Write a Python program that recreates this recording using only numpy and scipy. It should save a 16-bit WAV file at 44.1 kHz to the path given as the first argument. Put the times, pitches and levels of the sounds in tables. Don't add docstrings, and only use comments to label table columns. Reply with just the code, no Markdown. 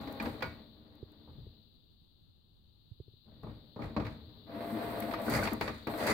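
import sys
import numpy as np
from scipy import signal
from scipy.fft import rfft, irfft, next_fast_len
from scipy.io import wavfile
from scipy.ndimage import map_coordinates

SR = 44100
rng = np.random.default_rng(int(sys.argv[2]) if len(sys.argv) > 2 else 0)


def bounce(signal):
    frames = np.transpose(np.atleast_2d(signal))
    limited = np.clip(frames, -1, 1)
    pcm = np.round(limited * 32767).astype(np.int16)
    wavfile.write(sys.argv[1], SR, pcm)


N = 270333


def amp(db):
    return 10 ** (np.asarray(db) / 20)


def unit(x):
    return x / np.sqrt(np.mean(x ** 2) + 1e-20)


def along(points, hz):
    freqs, values = np.transpose(points)
    return np.interp(np.log(hz + 1), np.log(freqs + 1), values)


def wobble(knots_per_s):
    knots = rng.standard_normal(int(N * knots_per_s / SR) + 4)
    return map_coordinates(knots, [np.arange(N) * knots_per_s / SR])


def pan(left_db):
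    gains = amp(np.array([np.atleast_1d(left_db), -np.atleast_1d(left_db)]) / 2)
    return gains / np.sqrt(np.mean(gains ** 2, axis=0))


def white():
    return rng.standard_normal((2, N))


def envelope(start, stop, attack_s, t60):
    t = np.arange(N) / SR
    attack = 1 - np.exp(-np.maximum(t - start, 0) / attack_s)
    return attack * amp(-60 * np.maximum(t - stop, 0) / t60)


def blows(times, levels_db, t60, room_db, room_t60):
    t = np.arange(SR) / SR
    decay = amp(-60 * t / t60) ** 2 + amp(room_db - 60 * t / room_t60) ** 2
    onset = 1 - np.exp(-t / 0.0025)
    samples = np.clip(np.asarray(times) * SR, 0, N - 1).astype(int)
    power = np.bincount(samples, amp(levels_db) ** 2, N)
    return np.sqrt(np.abs(signal.fftconvolve(power, decay * onset)[:N]))


def chatter(per_s, scatter_db, t60, room_db):
    jitter, strength = rng.standard_normal((int(N / SR * per_s), 2)).T
    times = (np.arange(len(jitter)) + jitter / 2) / per_s
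    levels_db = scatter_db * np.clip(strength, -2, 2)
    return unit(blows(times, levels_db, t60, room_db, room_t60=0.27) * white())


# pitch_hz, width_hz, lift_db
CASING_MODES = [(117, 110, 5), (226.6, 49, 11.5), (303.3, 26.4, 11.5), (426.4, 61, 8), (514, 78, 7.5),
                (597.4, 18, 7.5), (645, 31, 8.5), (820, 64, 4.5), (940, 48, 6), (1170, 130, 3),
                (1416, 97, -0.5), (1900, 120, 3), (2150, 72, -0.5), (2437, 36, 3.5), (4654, 57, 5.5)]
# freq_hz, coherence
COHERENCE = [(60, .86), (130, .93), (290, .9), (640, .72), (1400, .06), (3000, .02)]
# freq_hz, left_db
BALANCE = [(60, 1.5), (350, 4), (700, 3.5), (1300, -1.5), (2400, -1), (4400, -3), (8100, -1), (13000, 8.5)]
def radiate(pair, spectrum, modes=CASING_MODES, ripple_db=0, coherence=COHERENCE, balance=BALANCE):
    size = 2 * next_fast_len(N // 2 + SR // 4)
    hz = np.fft.rfftfreq(size, 1 / SR)
    resonances_db = sum(lift / (1 + (2 * (hz - centre) / width) ** 2) for centre, width, lift in modes)
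    crowd = map_coordinates(rng.standard_normal(SR // 40), [hz / 26]) * along([(600, 0), (1500, 1)], hz)
    colour_db = along(spectrum, hz) + resonances_db + ripple_db * crowd
    cepstrum = irfft(np.log(unit(amp(colour_db)) + 1e-6))
    cepstrum[1:size // 2] *= 2
    cepstrum[size // 2 + 1:] = 0
    spread = np.arccos(np.clip(along(coherence, hz), -1, 1)) / 2
    mid, side = rfft(pair, size) * np.exp(rfft(cepstrum)) * [np.cos(spread), np.sin(spread)]
    return irfft(np.array([mid + side, mid - side]) * pan(along(balance, hz)), size)[:, :N]


# freq_hz, level_db
RUMBLE_SPECTRUM = [(20, -6.5), (85, 0), (170, -9.5), (250, -13.5), (600, -28.5), (1200, -33.5), (2300, -48),
                   (6000, -50.5), (16000, -48.5)]
HISS_SPECTRUM = [(2300, -31), (2900, -14), (3250, -11), (3600, -3.5), (4100, -2), (4650, -9), (5000, -24),
                 (5300, -46), (11500, -43.5), (14300, -21), (16000, -26)]
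# time_s, level_db
HISS_SWELL = [(0, -56.5), (.5, -60.5), (.9, -68), (1.4, -64.5), (1.8, -69.5), (2.5, -73), (3.2, -68),
              (3.7, -64.5), (4.3, -62.5), (6.1, -56.5)]
def room_tone():
    rumble = radiate(white(), RUMBLE_SPECTRUM, modes=[], balance=[(60, 1.3), (1000, 1.8)],
                     coherence=[(60, 0.45), (130, 0.47), (290, 0.083), (900, 0)])
    hiss = radiate(white(), HISS_SPECTRUM, modes=[], coherence=[(1000, 0.0087)],
                   balance=[(2800, 10), (4000, 17.2), (6000, 7.4), (15000, 7.7)])
    swell_db = np.interp(np.arange(N) / SR, *np.transpose(HISS_SWELL))
    return amp(-65 + wobble(27)) * rumble + amp(swell_db) * hiss


def swing(t, hz, rise_s):
    return (t / rise_s) ** 2 * np.exp(2 * (1 - t / rise_s)) * np.sin(2 * np.pi * hz * t)


# start_s, thump_db, tap_db, left_db
HAND_BUMPS = [(1.027, -38, -38, -6.5), (1.313, -50, -56, 5), (1.382, -39.5, -59, 13), (1.413, -44, -65, 5),
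              (1.466, -41, -48.5, 5), (2.913, -38.5, -72, -16), (3, -38.5, -43, -6.5),
              (3.079, -48.5, -53, 8), (3.135, -50.5, -60, 5)]
def hand_bumps():
    out = np.zeros((2, N))
    for start, thump_db, tap_db, left_db in HAND_BUMPS:
        t = np.maximum(np.arange(N) / SR - start, 0)
        thump = amp(thump_db) * swing(t, hz=100, rise_s=0.0064)
        tap = amp(tap_db) * swing(t, hz=387, rise_s=0.0032)
        out += pan(left_db) * (thump + tap)
    return out


def whine(shaft_hz, orders, flutter, waver_db):
    phase = 2 * np.pi * np.cumsum(shaft_hz * (1 + flutter * wobble(45))) / SR
    tones = sum(amp(level_db + waver_db * wobble(25)) * np.sin(order * phase + rng.uniform(0, 2 * np.pi))
                for order, level_db in orders)
    return np.sqrt(2) * tones * pan(5)


SET_IN_S, COAST_T60_S = 0.0065, 0.51
# start_s, stop_s, pitch_hz, level_db
PARKED_HUM = (.45, 1.38, 296.5, -68.5)
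def hum():
    start, stop, pitch_hz, level_db = PARKED_HUM
    tone = whine(pitch_hz, [(1, 0)], flutter=0.01, waver_db=3.5)
    return amp(level_db) * envelope(start, stop, SET_IN_S, COAST_T60_S) * tone


# start_s, relative_db
TICK_HITS = [(.124, -52), (.225, -47.5), (.427, -51.5), (.953, -69), (1.119, -70), (3.431, -69),
             (3.842, -68), (4.066, -65), (5.002, -41), (5.298, -38), (5.532, -40), (5.611, -46.5),
             (5.871, -51.5), (6.068, -40)]
# freq_hz, level_db
TICK_SPECTRUM = [(3000, -29.5), (7000, -17), (11000, -11.5), (13200, -3.5), (16000, -12.5)]
def ticks():
    times, levels_db = np.transpose(TICK_HITS)
    bursts = blows(times, levels_db + 8, t60=0.022, room_db=-33, room_t60=0.25) * white()
    return radiate(bursts, TICK_SPECTRUM, modes=[])


# start_s, pitch_hz, level_db
LEVER_FLICKS = [(.199, 2394, -31), (3.964, 1003, -37), (5.139, 1214, -27), (5.28, 1504, -31),
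                (5.352, 4960, -34.5), (5.39, 2110, -29.5), (5.427, 1496, -27.5), (5.679, 1155, -31.5),
                (6.114, 2056, -25.5)]
def levers(t60=0.045):
    out, t = np.zeros((2, N + SR)), np.arange(SR // 5) / SR
    onset = 1 - np.exp(-t / 0.0011)
    for start, pitch_hz, level_db in LEVER_FLICKS:
        drift = np.cumsum(rng.normal(0, 0.029, (2, len(t))), axis=1)
        ring = amp(level_db - 60 * t / t60) * np.sin(2 * np.pi * pitch_hz * t + drift)
        out[:, round(start * SR):][:, :len(t)] += onset * ring
    return out[:, :N]


# start_s, level_db
LATCH_SNAPS = [(.425, -37)]
# pitch_hz, relative_db, t60_s
SPRING_MODES = [(598, -6, .19), (915, -14, .25), (1017, -11, .26), (1453, -1, .23), (1938, -8, .22),
                (2256, -5.5, .28), (2476, -8, .14), (3420, -19, .1), (4678, -15, .25)]
def latch():
    out, t = np.zeros((2, N + SR)), np.arange(SR // 2) / SR
    onset = 1 - np.exp(-t / 0.002)
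    for start, level_db in LATCH_SNAPS:
        for pitch_hz, mode_db, t60 in SPRING_MODES:
            decay = amp(level_db + mode_db + rng.normal(0, 1) - 60 * t / t60)
            tone = np.sin(2 * np.pi * pitch_hz * t + rng.uniform(0, np.pi / 2, (2, 1)))
            out[:, round(start * SR):][:, :len(t)] += onset * decay * tone
    return out[:, :N] * pan(-5)


def contact(times, levels_db, t60, room_db, room_t60, strike_db):
    push = np.bincount((times * SR).astype(int), amp(levels_db + strike_db), N)
    return blows(times, levels_db, t60, room_db, room_t60) * white() + np.outer([1, 0], push)


# start_s, body_db, thud_db, clack_db, clack_left_db
KNOCK_HITS = [(0.074, -35.5, -62.5, -40, 2), (.2, -35.5, -63.5, -32, -4), (.256, -32, -46.5, -33, 1.5),
              (0.406, -44, -48, -41.5, 6), (.423, -39, -45, -26.5, -6), (.432, -34, -46, -42, 1),
              (1.276, -50.5, -50, -79, -4), (3.28, -58, -68, -84, 2.5), (3.433, -41, -35, -55.5, 1),
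              (3.469, -41, -59, -70, 1), (3.762, -38.5, -41, -54, 0), (3.792, -33.5, -30.5, -58, -6),
              (3.82, -37, -52, -41.5, -5), (3.841, -40, -47, -46, 6), (3.965, -24.5, -29, -34, -6.5),
              (3.999, -30, -33.5, -38.5, 0), (4.022, -36.5, -48, -48, -3), (4.05, -52, -41, -39.5, 1),
              (4.066, -41.5, -43, -37, -0.5), (5.022, -58, -41.5, -35, 2), (5.111, -60, -66, -36, 0),
              (5.137, -46, -40, -30.5, 2), (5.265, -31, -53, -39, 4), (5.283, -24.5, -56, -54, -4),
              (5.388, -26, -40, -45, -4), (5.424, -41.5, -41, -37, -2), (5.454, -34.5, -45, -29, -4),
              (5.473, -53.5, -48.5, -26, 3.5), (5.519, -28.5, -41, -38.5, -6.5),
              (5.54, -37.5, -43, -52, -1), (5.611, -26.5, -56, -24.5, 3), (5.678, -30.5, -34, -28.5, -0.5),
              (5.87, -28.5, -37.5, -32.5, 0), (6.099, -40, -50, -38, -2), (6.113, -49.5, -43, -37.5, -14)]
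# freq_hz, level_db
BODY_SPECTRUM = [(100, -32.5), (190, 2), (300, 0.5), (420, -2.5), (620, -3.5), (900, -4.5), (1250, -4),
                 (1700, -21.5), (2500, -41), (6000, -55.5)]
THUD_SPECTRUM = [(20, -43.5), (40, -11), (65, -5), (100, -2), (150, -8), (250, -24.5), (800, -73.5)]
CLACK_SPECTRUM = [(250, -25), (700, -2), (1200, 1), (2100, 0), (2550, -2), (2900, -11), (4400, -7),
                  (5500, -21.5), (8000, -32.5), (11000, -37.5), (16000, -24)]
def knocks(rebound_s=0.012, rebound_spread=0.2, rebound_db=-10):
    starts, *levels_db, left_db = np.transpose(KNOCK_HITS)
    place = pan(np.interp(np.arange(N) / SR, starts, left_db))
    flight_s = rebound_s * np.exp(rebound_spread * rng.standard_normal(len(starts)))
    times = np.append(starts, np.minimum(starts + flight_s, (N - 1) / SR))
    body_db, thud_db, clack_db = (np.append(db, db + rebound_db) for db in levels_db)
    body = contact(times, body_db - 4, t60=0.18, room_db=-14, room_t60=0.15, strike_db=20.5)
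    thud = contact(times, thud_db, t60=0.038, room_db=-11.5, room_t60=0.62, strike_db=16)
    clack = contact(times, clack_db - 0.8, t60=0.05, room_db=-16.5, room_t60=0.4, strike_db=11)
    return (radiate(body, BODY_SPECTRUM) + radiate(thud, THUD_SPECTRUM, modes=[])
            + place * radiate(clack, CLACK_SPECTRUM, ripple_db=1))


# shaft_order, relative_db
FORWARD_TONES = [(1, -10.5), (2, -15), (6, -1), (10, -21), (18, -20)]
REVERSE_TONES = [(2, -4), (4, -13.5), (6, -7.5), (8, -15.5)]
# freq_hz, level_db
BRUSH_SPECTRUM = [(9000, -33.5), (12200, -10.5), (12950, 6), (13700, -12.5), (15800, -6)]
# start_s, stop_s, spin_up_s, shaft_hz (negative in reverse), whine_db, grind_db, rub_db
MOTOR_RUNS = [(0, 0.251, 0.001, -136.6, -47.5, -46.5, -79), (4.46, 5.135, 0.1174, 114.5, -43.5, -37.5, -56),
              (5.161, 5.436, 0.014, 114, -46.5, -36.5, -55.5), (5.863, 6.12, 0.016, 114, -46, -38, -54.5)]
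def motor(speed_sag=0.035, idler_ratio=2.73, idler_db=-7.5, brush_db=-20.5, reverse_brush_db=1):
    tones, brushes = np.zeros((2, N)), np.zeros(N)
    for start, stop, spin_up, top_hz, whine_db, _, _ in MOTOR_RUNS:
        effort = envelope(start, stop, spin_up, COAST_T60_S)
        shaft_hz = abs(top_hz) * (1 - speed_sag * (1 - effort))
        if top_hz > 0:
            tone = whine(shaft_hz, FORWARD_TONES, flutter=0.0025, waver_db=0.8)
            tone += whine(idler_ratio * shaft_hz, [(1, idler_db)], flutter=0.02516, waver_db=5.5)
        else:
            tone = whine(shaft_hz, REVERSE_TONES, flutter=0.005, waver_db=1.8)
        tones += amp(whine_db) * effort * tone
        brushes += amp(whine_db) * effort * (1 if top_hz > 0 else amp(reverse_brush_db))
    sizzle = brushes * amp(brush_db) * chatter(per_s=340, scatter_db=3.5, t60=0.0071, room_db=-13.5)
    return tones + radiate(sizzle, BRUSH_SPECTRUM, modes=[])


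# start_s, stop_s, swell_s, grind_db, shudder_db, rattle_db, rub_db
GEAR_STROKES = [(0, 0.005, 0.0016, -41.5, -41, -52, -85), (0.206, 0.293, 0.0202, -38.5, -40.5, -55, -61),
                (0.435, .47, 0.0093, -46.5, -45.5, -65.5, -69.5), (0.563, 0.59, 0.01, -57, -66, -79, -90),
                (0.846, 0.883, .015, -67, -72, -88, -95), (1.268, 1.467, 0.039, -70, -50, -90, -99),
                (3.43, 3.51, 0.056, -49, -47, -88, -77), (3.792, 3.85, 0.042, -39, -38, -62, -72.5),
                (3.967, 4.129, 0.0092, -49.5, -48, -69, -83), (5.243, 5.455, 0.0444, -43, -47, -41.5, -54),
                (5.291, 5.363, 0.019, -29.5, -34, -32.5, -48),
                (5.602, 5.677, .01, -41.5, -47, -48.5, -65.5), (5.975, 6.12, 0.038, -31, -42, -35, -53)]
# start_s, stop_s, grind_db, shudder_db
IDLE_SPELLS = [(0, 1.371, -65, -64), (3.253, 3.526, -67, -55.5), (4, 6.12, -63.5, -57)]
def drive(motor_shudder_db=-54, rub_exponent=3.2, tail_db=-3.5):
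    power = np.zeros((4, N))
    grinding, shaking, _, sliding = power
    for start, stop, spin_up, _, _, grind_db, rub_db in MOTOR_RUNS:
        effort = envelope(start, stop, spin_up, COAST_T60_S)
        grinding += (amp(grind_db) * effort) ** 2
        shaking += (amp(motor_shudder_db) * effort) ** 2
        sliding += (amp(rub_db) * effort ** rub_exponent) ** 2
    for start, stop, swell, *levels_db in GEAR_STROKES:
        push = envelope(start, stop, swell, t60=0.18)
        tail = amp(tail_db) * envelope(start, stop, swell, t60=0.61)
        power += np.outer(amp(levels_db), np.maximum(push, tail)) ** 2
    for start, stop, *levels_db in IDLE_SPELLS:
        power[:2] += np.outer(amp(levels_db), envelope(start, stop, SET_IN_S, t60=1.2)) ** 2
    return np.sqrt(power)


# freq_hz, level_db
CLATTER_SPECTRUM = [(250, -27.5), (700, -14.5), (1400, -1), (2150, -1.5), (2600, -10.5), (3200, -25.5),
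                    (4700, -7), (5300, -18.5), (7000, -18), (9000, -18), (11000, -21), (16000, -33)]
RUB_SPECTRUM = [(2000, -44.5), (5000, -8), (7100, -11.5), (8100, 1.5), (9600, -0.5), (10300, -8),
                (12200, -0.5), (12950, 6), (13700, 4.5), (15800, -1)]
def rattle(rattling, sliding):
    clatter = rattling * amp(-2.5) * chatter(per_s=130, scatter_db=6.5, t60=0.018, room_db=-10.5)
    friction = sliding * chatter(per_s=230, scatter_db=4.5, t60=0.012, room_db=-10)
    return (radiate(clatter, CLATTER_SPECTRUM, ripple_db=2)
            + radiate(friction, RUB_SPECTRUM, modes=[], ripple_db=2))


# freq_hz, level_db
GRIND_SPECTRUM = [(100, -36), (170, -12.5), (230, -15), (330, -9), (600, -4), (900, -6), (1400, -9),
                  (2200, -15), (2900, -20), (4300, -18), (5300, -35.5), (9000, -69)]
DRONE_SPECTRUM = [(120, -18.5), (215, 2), (300, -1), (380, -4.5), (700, -17.5), (2000, -56.5)]
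def gears(grinding, shaking):
    teeth = grinding * amp(-4.5) * chatter(per_s=114, scatter_db=3.2, t60=0.016, room_db=-8.5)
    drone = grinding ** 0.68 * amp(-18) * white()
    shudder = shaking * amp(-1.5) * white()
    return (radiate(teeth, GRIND_SPECTRUM, ripple_db=1.5) + radiate(drone, DRONE_SPECTRUM)
            + radiate(shudder, THUD_SPECTRUM, modes=[]))


def scene():
    grinding, shaking, rattling, sliding = drive()
    running = gears(grinding, shaking) + motor() + hum() + rattle(rattling, sliding)
    impacts = knocks() + latch() + levers() + ticks()
    return running + impacts + hand_bumps() + room_tone()


def record(dry, top_hz=15850):
    size = next_fast_len(N + SR // 4)
    passband = np.fft.rfftfreq(size, 1 / SR) < top_hz
    return irfft(rfft(dry, size) * passband, size)[:, :N]


dry = scene()
out = record(dry)
bounce(out)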